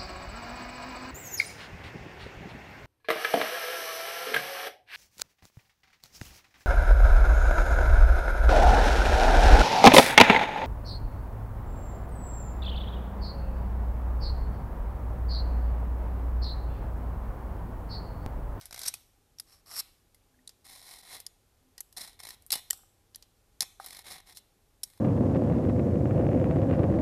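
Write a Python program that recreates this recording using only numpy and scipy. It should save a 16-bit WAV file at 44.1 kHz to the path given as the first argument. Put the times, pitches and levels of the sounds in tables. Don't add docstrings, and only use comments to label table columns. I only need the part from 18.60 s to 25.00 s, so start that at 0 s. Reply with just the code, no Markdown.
import sys
import numpy as np
from scipy import signal
from scipy.fft import rfft, irfft
from scipy.io import wavfile
from scipy.ndimage import uniform_filter1d

SR = 44100
rng = np.random.default_rng(int(sys.argv[2]) if len(sys.argv) > 2 else 0)


def master(y):
    cut = np.clip(np.atleast_2d(y).T, -1, 1)
    pcm = np.round(cut * 32767)
    wavfile.write(sys.argv[1], SR, pcm.astype(np.int16))


N = 282240
TIME = np.arange(N) / SR
CUTOFF_HZ = 13900


def scrape(strokes, colour, resonances, fractures_per_s, size_db, slips_per_s, slip_db,
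           powder, gain_db, chatter_db, edge_s, rounding):
    touching, pressure, body_gain, catch_strength = bite(strokes, rounding, edge_s)
    sizes = from_db(size_db * np.minimum(rng.exponential(1, N), 4)) * rng.choice([-1, 1], N)
    fractures = rms_one(sizes * (rng.random(N) < fractures_per_s / SR))
    force = (fractures + powder * rng.standard_normal(N)) * from_db(slip_db * drift(slips_per_s))
    vibration = coloured(force, colour, resonances)
    blade = signal.sosfilt(signal.butter(4, 2700, "high", fs=SR, output="sos"), vibration)
    bar = signal.sosfilt(signal.butter(5, 2700, "low", fs=SR, output="sos"), vibration)
    sound = rms_one(blade) + body_gain * rms_one(bar)
    surges = stick_slip(catch_strength, chatter_db)
    return sound * touching * np.hypot(from_db(gain_db) * pressure, surges)


def edge_scrape():
    # t/s, rise/s, fall/s, level/dB, swell/dB, fade/dB, relative body/dB, relative catches/dB
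    strokes = [(0, .004, 0.091, -55, -4, 7.5, -6, 1.5), (.108, .17, .024, -30, 41, 24, -7, -6.5)]
    colour = [(100, -8.5), (400, -6.5), (1200, -3.5), (3000, -8), (4800, 3.5), (6800, 1), (10000, -1),
              (14000, 1)]
    resonances = [(703, 43, 12), (1480, 200, 5.5), (2150, 390, 7.5), (3910, 460, 8.5), (5430, 390, 7),
                  (5940, 800, 4.5), (8200, 210, 8.5), (9480, 350, 9), (10460, 330, 2), (11570, 314, 9)]
    return scrape(strokes, colour, resonances, fractures_per_s=4000, size_db=2, slips_per_s=220,
                  slip_db=3, powder=.91, gain_db=-2.5, chatter_db=-3.5, edge_s=.004, rounding=1.05)


def smooth_scrape():
    strokes = [(.87, 0.059, 0.082, -56.5, 8.8, 16.6, -7, 0), (1.062, 0.14, 0.0074, -27, 31.2, 20, -6.5, 0)]
    colour = [(100, -16), (400, -13.5), (1500, -13), (3400, -12.5), (4800, 0.5), (6400, 0), (10000, 5),
              (14000, 0)]
    resonances = [(678, 32, 8.9), (1180, 310, 9.8), (1940, 380, 4.5), (4160, 750, 12), (5460, 210, 17),
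                  (8200, 820, 5.7), (10740, 400, 6.3), (11480, 290, 9.6), (13100, 540, 7.2)]
    return scrape(strokes, colour, resonances, fractures_per_s=6000, size_db=3, slips_per_s=450,
                  slip_db=1.5, powder=.93, gain_db=-3, chatter_db=-11.5, edge_s=.0057, rounding=.91)


def face_scrape():
    strokes = [(2.045, 0.086, .09, -51.5, 4.4, 4.6, -7.5, 1), (2.225, 0.091, .1, -51.5, 3.3, 4.5, -7, -3),
               (2.425, 0.12, 0.055, -44, 15, 14.3, -3, 2.5), (3.366, 0.0061, 0.018, -35, 12.8, 9.4, -7, 2),
               (3.391, 0.018, 0.15, -41, 9.4, 30, -6.5, 6), (3.592, .01, 0.017, -48.5, 4.5, 12, -6, 6),
               (3.625, 0.12, 0.027, -53.5, 2, 42, -6.5, 1), (3.918, 0.017, 0.063, -32, 1, 20, -5, 6),
               (5.008, 0.011, 0.031, -37, 1.1, 21, -5.5, 8), (5.2, .17, 0.055, -54.5, 0.67, 5, -6, 7.5),
               (5.442, 0.082, 0.084, -43.5, 12.7, 20.7, -1, 0),
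               (5.66, 0.037, 0.042, -56, 8.1, 9.6, -4.5, 7.5),
               (5.748, 0.029, 0.017, -47, 12, 12.5, -18, -6), (6.24, 0.16, .02, -68, 2, 1, -6.5, 12)]
    colour = [(100, -5), (450, -6.5), (1400, -7), (2900, -7.5), (4500, 5.5), (6400, 6.5), (9000, 8.5),
              (14000, 7.5)]
    resonances = [(745, 67, 11.9), (1017, 170, 7.1), (1896, 130, 8.9), (2165, 130, 9.9), (3140, 110, 2.4),
                  (3494, 230, 6.8), (4037, 300, 14.2), (5315, 350, 10), (9060, 220, 4), (10330, 2200, 6.3)]
    return scrape(strokes, colour, resonances, fractures_per_s=4200, size_db=4, slips_per_s=190,
                  slip_db=1.1, powder=.62, gain_db=-1, chatter_db=-7.5, edge_s=.0012, rounding=.91)


def bite(strokes, rounding, edge_s, body_limit_db=-47.5):
    out = np.zeros((4, N))
    for start, rise, fall, peak_db, swell_db, fade_db, body_db, catch_db in strokes:
        t = TIME - start
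        touching = np.clip(np.minimum(t, rise + fall - t) / edge_s + 1, 0, 1)
        on = touching > 0
        to_go = np.clip(1 - t[on] / rise, 0, 1)
        gone = np.clip((t[on] - rise) / fall, 0, 1)
        level_db = peak_db - swell_db * to_go ** rounding - fade_db * gone ** rounding
        body = from_db(body_db) / np.hypot(1, from_db(level_db + body_db - body_limit_db))
        out[:, on] = touching[on], from_db(level_db), body, from_db(level_db + catch_db)
    return out


def stick_slip(catch_strength, chatter_db, catches_per_s=40, rise_s=.001, fall_s=.0035, count=600):
    # t/s, length/s, interval/s, level/dB
    chatters = [(0.1095, .073, 0.017, -32), (1.113, .012, .025, -26), (2.066, .105, .03, -36.5),
                (2.29, .118, 0.024, -37), (3.476, .04, 0.045, -29.5), (3.633, .084, 0.018, -28.5),
                (5.243, .156, .0208, -31.5), (5.4648, .033, 0.017, -31.5), (5.581, .027, 0.019, -41.5)]
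    catches, t = np.zeros(N), np.arange(2048) / SR
    gaps, sizes = rng.standard_normal((2, count))
    times = np.cumsum(np.exp(.28 * gaps)) / catches_per_s
    for s, db in zip(times[times < TIME[-1]], 3 * np.clip(sizes, -2, 1)):
        add(catches, s, from_db([db]))
    catches *= catch_strength * from_db(3.5)
    for start, length, interval, level_db in chatters:
        beats = np.arange(start, start + length, interval)
        for s, (late, harder) in zip(beats, rng.standard_normal((count, 2))):
            add(catches, s + .0005 * late, from_db([level_db + chatter_db + .6 * harder]))
    surge = (1 - np.exp(-t / rise_s)) * np.exp(-t / fall_s)
    return signal.fftconvolve(catches, surge)[:N]


def clacks():
    # t/s, level/dB, lower ring f/Hz, upper ring f/Hz, low weight/dB, top weight/dB, contact/s
    impacts = [(0.279, -22.5, 5680, 8600, -16.5, 1, 0.0049), (0.7848, -43, 5470, 11550, -19, -10, 0.0028),
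               (0.7974, -33, 5070, 11200, -12.5, 0, 0.0034), (1.8747, -38.5, 3840, 9340, -22, -1, 0.0028),
               (2.664, -33, 5140, 10700, -18.5, -2, .0027), (3.2049, -32, 6200, 12100, -9, 10, 0.0026),
               (3.904, -28, 3950, 9200, -8.5, -2.5, 0.0031), (3.9194, -20.5, 5500, 11400, -21.5, 4, .002),
               (3.926, -20, 4960, 11500, -10, 0.5, 0.0016), (3.936, -27, 4960, 11370, -4.5, 1.5, 0.0033),
               (4.1072, -15.5, 7180, 13000, -18, 4.5, .0008), (4.558, -37.5, 6410, 11560, -17, 6.5, 0.0014),
               (5.006, -19, 5120, 10700, -18.5, -4, .002), (5.0203, -26, 5200, 10350, -18, -3.5, .0015),
               (6.2324, -28.5, 5630, 10530, -18, 4.5, 0.0047)]
    colour = [(100, -35), (700, -10), (1900, -10.5), (2700, -7.5), (4600, 5.5), (7500, 0.5), (10500, 5),
              (14000, 0)]
    frame = [(2030, 250, 5.5)]
    beamed, spread = np.zeros((2, N))
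    for s, level_db, lower_hz, upper_hz, low_db, top_db, length in impacts:
        blade = [(lower_hz, 400, 12.5), (upper_hz, 800, 10)]
        contact = burst(length, rattle_db=-10, rattle_s=1.8 * length)
        for out, resonances in ((beamed, [*frame, *blade]), (spread, frame)):
            knock = coloured(contact, colour, resonances)
            add(out, s, from_db(level_db) * voiced(knock, low_db - 1, top_db))
        frame_db = level_db - 12 - 3500 * length
        add(beamed, s, ring(frame_db, hz=1880, t60=.026))
        add(beamed, s, ring(level_db - 16, lower_hz, t60=.015))
    return beamed, from_db(-2.5) * band(spread, 5170, CUTOFF_HZ, order=2)


def chips():
    snaps = [(.011, -44, -2), (0.0554, -39, 9), (0.1285, -45, -5), (0.1426, -44, -1), (.1916, -34.5, 6),
             (0.2152, -35.5, -4), (.233, -34.5, -6), (0.3394, -32, 3.5), (1.5457, -55.5, 6),
             (1.8922, -45, -4), (2.6015, -39.5, 6), (3.1793, -42, -5), (3.326, -51.5, 4.5),
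             (3.6896, -41, 5), (3.822, -55, 9.5), (3.864, -44.5, 21), (4.1024, -34.5, 2.5),
             (4.1302, -34.5, 3), (4.1737, -53.5, 10.5), (4.546, -43.5, -10), (4.6241, -48, -6.5),
             (5.261, -37, 11), (5.771, -41, 0.5)]
    colour = [(100, -20), (450, -7), (1000, -6), (2500, -9), (5000, 11), (7000, 0.5), (11000, 7.5),
              (14000, 4)]
    out = np.zeros(N)
    for s, level_db, crisp_db in snaps:
        length = .0016 * from_db(-.23 * crisp_db)
        body_db = -10.5 + .36 * crisp_db
        crack = coloured(burst(length, rattle_db=-8, rattle_s=.0092), colour)
        add(out, s, from_db(level_db) * voiced(crack, body_db, crisp_db))
    return out


def knocks():
    landings = [(4.13, -40), (4.19, -55.5), (4.234, -53), (5.199, -28.5)]  # t/s, level/dB
    bar_modes = [(783, -5, 0.033), (970, -13.5, .02), (1230, -2, 0.013), (1580, -8, 0.011)]  # f/Hz, relative level/dB, T60/s
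    out = np.zeros(N)
    for s, level_db in landings:
        for k, (hz, db, t60) in enumerate(bar_modes):
            add(out, s, (-1) ** k * ring(level_db + db, hz, t60))
    return out


def ticks():
    pings = [(0.339, -33.5, 2520, 0.022), (1.546, -58.5, 2080, .029), (1.743, -60, 1670, 0.022),
             (1.79, -59, 1880, .029), (3.18, -52, 1900, 0.062), (3.936, -42.5, 2926, 0.18),
             (4.109, -26, 3050, 0.013), (5.021, -46, 5410, 0.16), (6.234, -30.5, 5520, 0.033)]
    out = np.zeros(N)
    for s, level_db, hz, t60 in pings:
        add(out, s, ring(level_db, hz, t60))
    return out


def room(x, build_s=.002):
    colour = [(200, -30.5), (800, -13.5), (2000, -13), (2950, -5), (3800, -10), (4700, -21), (5500, -19),
              (7000, -19.5), (10000, -20.5), (13500, -16)]
    decay_times = [(200, 0.66), (3500, 0.42), (8000, 0.54), (14000, .45)]  # f/Hz, T60/s
    t = np.arange(SR) / SR
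    edges = np.geomspace(150, 16000, 9)
    tail = 0
    for low, high in zip(edges, edges[1:]):
        t60 = at_hz(decay_times, np.sqrt(low * high))
        envelope = from_db(-60 * t / t60) * (1 - np.exp(-t / build_s))
        tail += band(rng.standard_normal(SR), low, high) * envelope / np.sqrt(np.sum(envelope ** 2))
    return signal.fftconvolve(x, coloured(tail, colour))[:N]


def background():
    air_colour = [(15, -34), (25, 2), (70, -4), (104, -9), (195, -14.5), (441, -16), (727, -21.5),
                  (807, -15.5), (921, -25.5), (997, -23), (1830, -27.5), (13500, -30)]
    stirs = [(.17, .2, -64), (3.736, 0.27, -69)]
    low_tones = [(1.792, 0.068, 253, -69.5), (3.067, 0.043, 258, -71)]
    air = from_db(-67.5) * rms_one(coloured(rng.standard_normal(N), air_colour))
    low_noise = rms_one(band(rng.standard_normal(N), 25, 86, order=2))
    rumble = low_noise * sum(from_db(db) * swell_at(s, half) for s, half, db in stirs)
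    hum = from_db(-78.5) * sine(hz=98.6)
    tones = sum(from_db(db) * swell_at(s, half) * sine(hz) for s, half, hz, db in low_tones)
    return air + rumble + hum + tones


def burst(length, rattle_db, rattle_s, size=4096):
    t = np.arange(size) / SR
    swell = t / max(length, 1e-4)
    crush = 2 * swell * np.exp(1 - 2 * swell)
    rattle = from_db(rattle_db) * np.exp(-t / rattle_s) * np.tanh(swell)
    return (crush + rattle) * rng.choice([-1, 1], size)


def ring(level_db, hz, t60, contact_s=.00048):
    t = np.arange(8192) / SR
    return from_db(level_db - 60 * t / t60) * np.sin(2 * np.pi * hz * t) * (1 - np.exp(-t / contact_s))


def voiced(x, low_db, top_db):
    bands_hz = [(300, 2700), (2700, 7700), (7700, 14000)]
    low, middle, top = (rms_one(band(x, *edges, order=4)) for edges in bands_hz)
    hit = from_db(low_db) * low + middle + from_db(top_db) * top
    return hit / np.sqrt(uniform_filter1d(hit ** 2, 88).max())


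def coloured(x, spectrum, resonances=(), size=4096):
    hz = np.arange(size // 2 + 1) * SR / size
    gain = from_db(at_hz(spectrum, hz))
    for centre, width, lift in resonances:
        gain *= np.sqrt(1 + (from_db(lift) ** 2 - 1) / (1 + (2 * (hz - centre) / width) ** 2))
    cepstrum = irfft(np.log(gain))[:size // 2]
    cepstrum[1:] *= 2
    return signal.fftconvolve(x, irfft(np.exp(rfft(cepstrum, size))))[:len(x)]


def band(x, low_hz, high_hz, order=3):
    return signal.sosfilt(signal.butter(order, [low_hz, high_hz], "band", fs=SR, output="sos"), x)


def at_hz(points, hz):
    f, value = np.transpose(points)
    return np.interp(np.log(np.maximum(hz, 1)), np.log(f), value)


def drift(rate):
    return rms_one(np.interp(TIME * rate, np.arange(N), rng.standard_normal(N)))


def swell_at(s, half_s):
    return np.exp(-((TIME - s) / half_s) ** 2)


def sine(hz):
    return rms_one(np.sin(2 * np.pi * hz * TIME))


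def add(out, s, sound):
    start = max(round(s * SR), 0)
    out[start:start + len(sound)] += sound[:N - start]


def from_db(db):
    return 10 ** (np.asarray(db) / 20)


def rms_one(x):
    return x / np.sqrt(np.mean(x ** 2) + 1e-20)


def scene():
    edge, smooth, face = edge_scrape(), smooth_scrape(), face_scrape()
    soap = edge + face + chips() + knocks()
    beamed, spread = clacks()
    off_axis = [(1000, -2.2), (3500, .31), (7000, -.76), (14000, -1.6)]  # f/Hz, level/dB
    squeak_dips = [(5430, 770, -7), (11600, 500, -8)]  # f/Hz, width/Hz, lift/dB
    reflections = room(soap + coloured(smooth, off_axis, squeak_dips) + spread)
    return (soap + smooth + beamed + ticks() + reflections + background())[None]


def record(dry):
    return signal.sosfilt(signal.ellip(10, .3, 70, CUTOFF_HZ, fs=SR, output="sos"), dry)


dry = scene()
out = record(dry)
master(out)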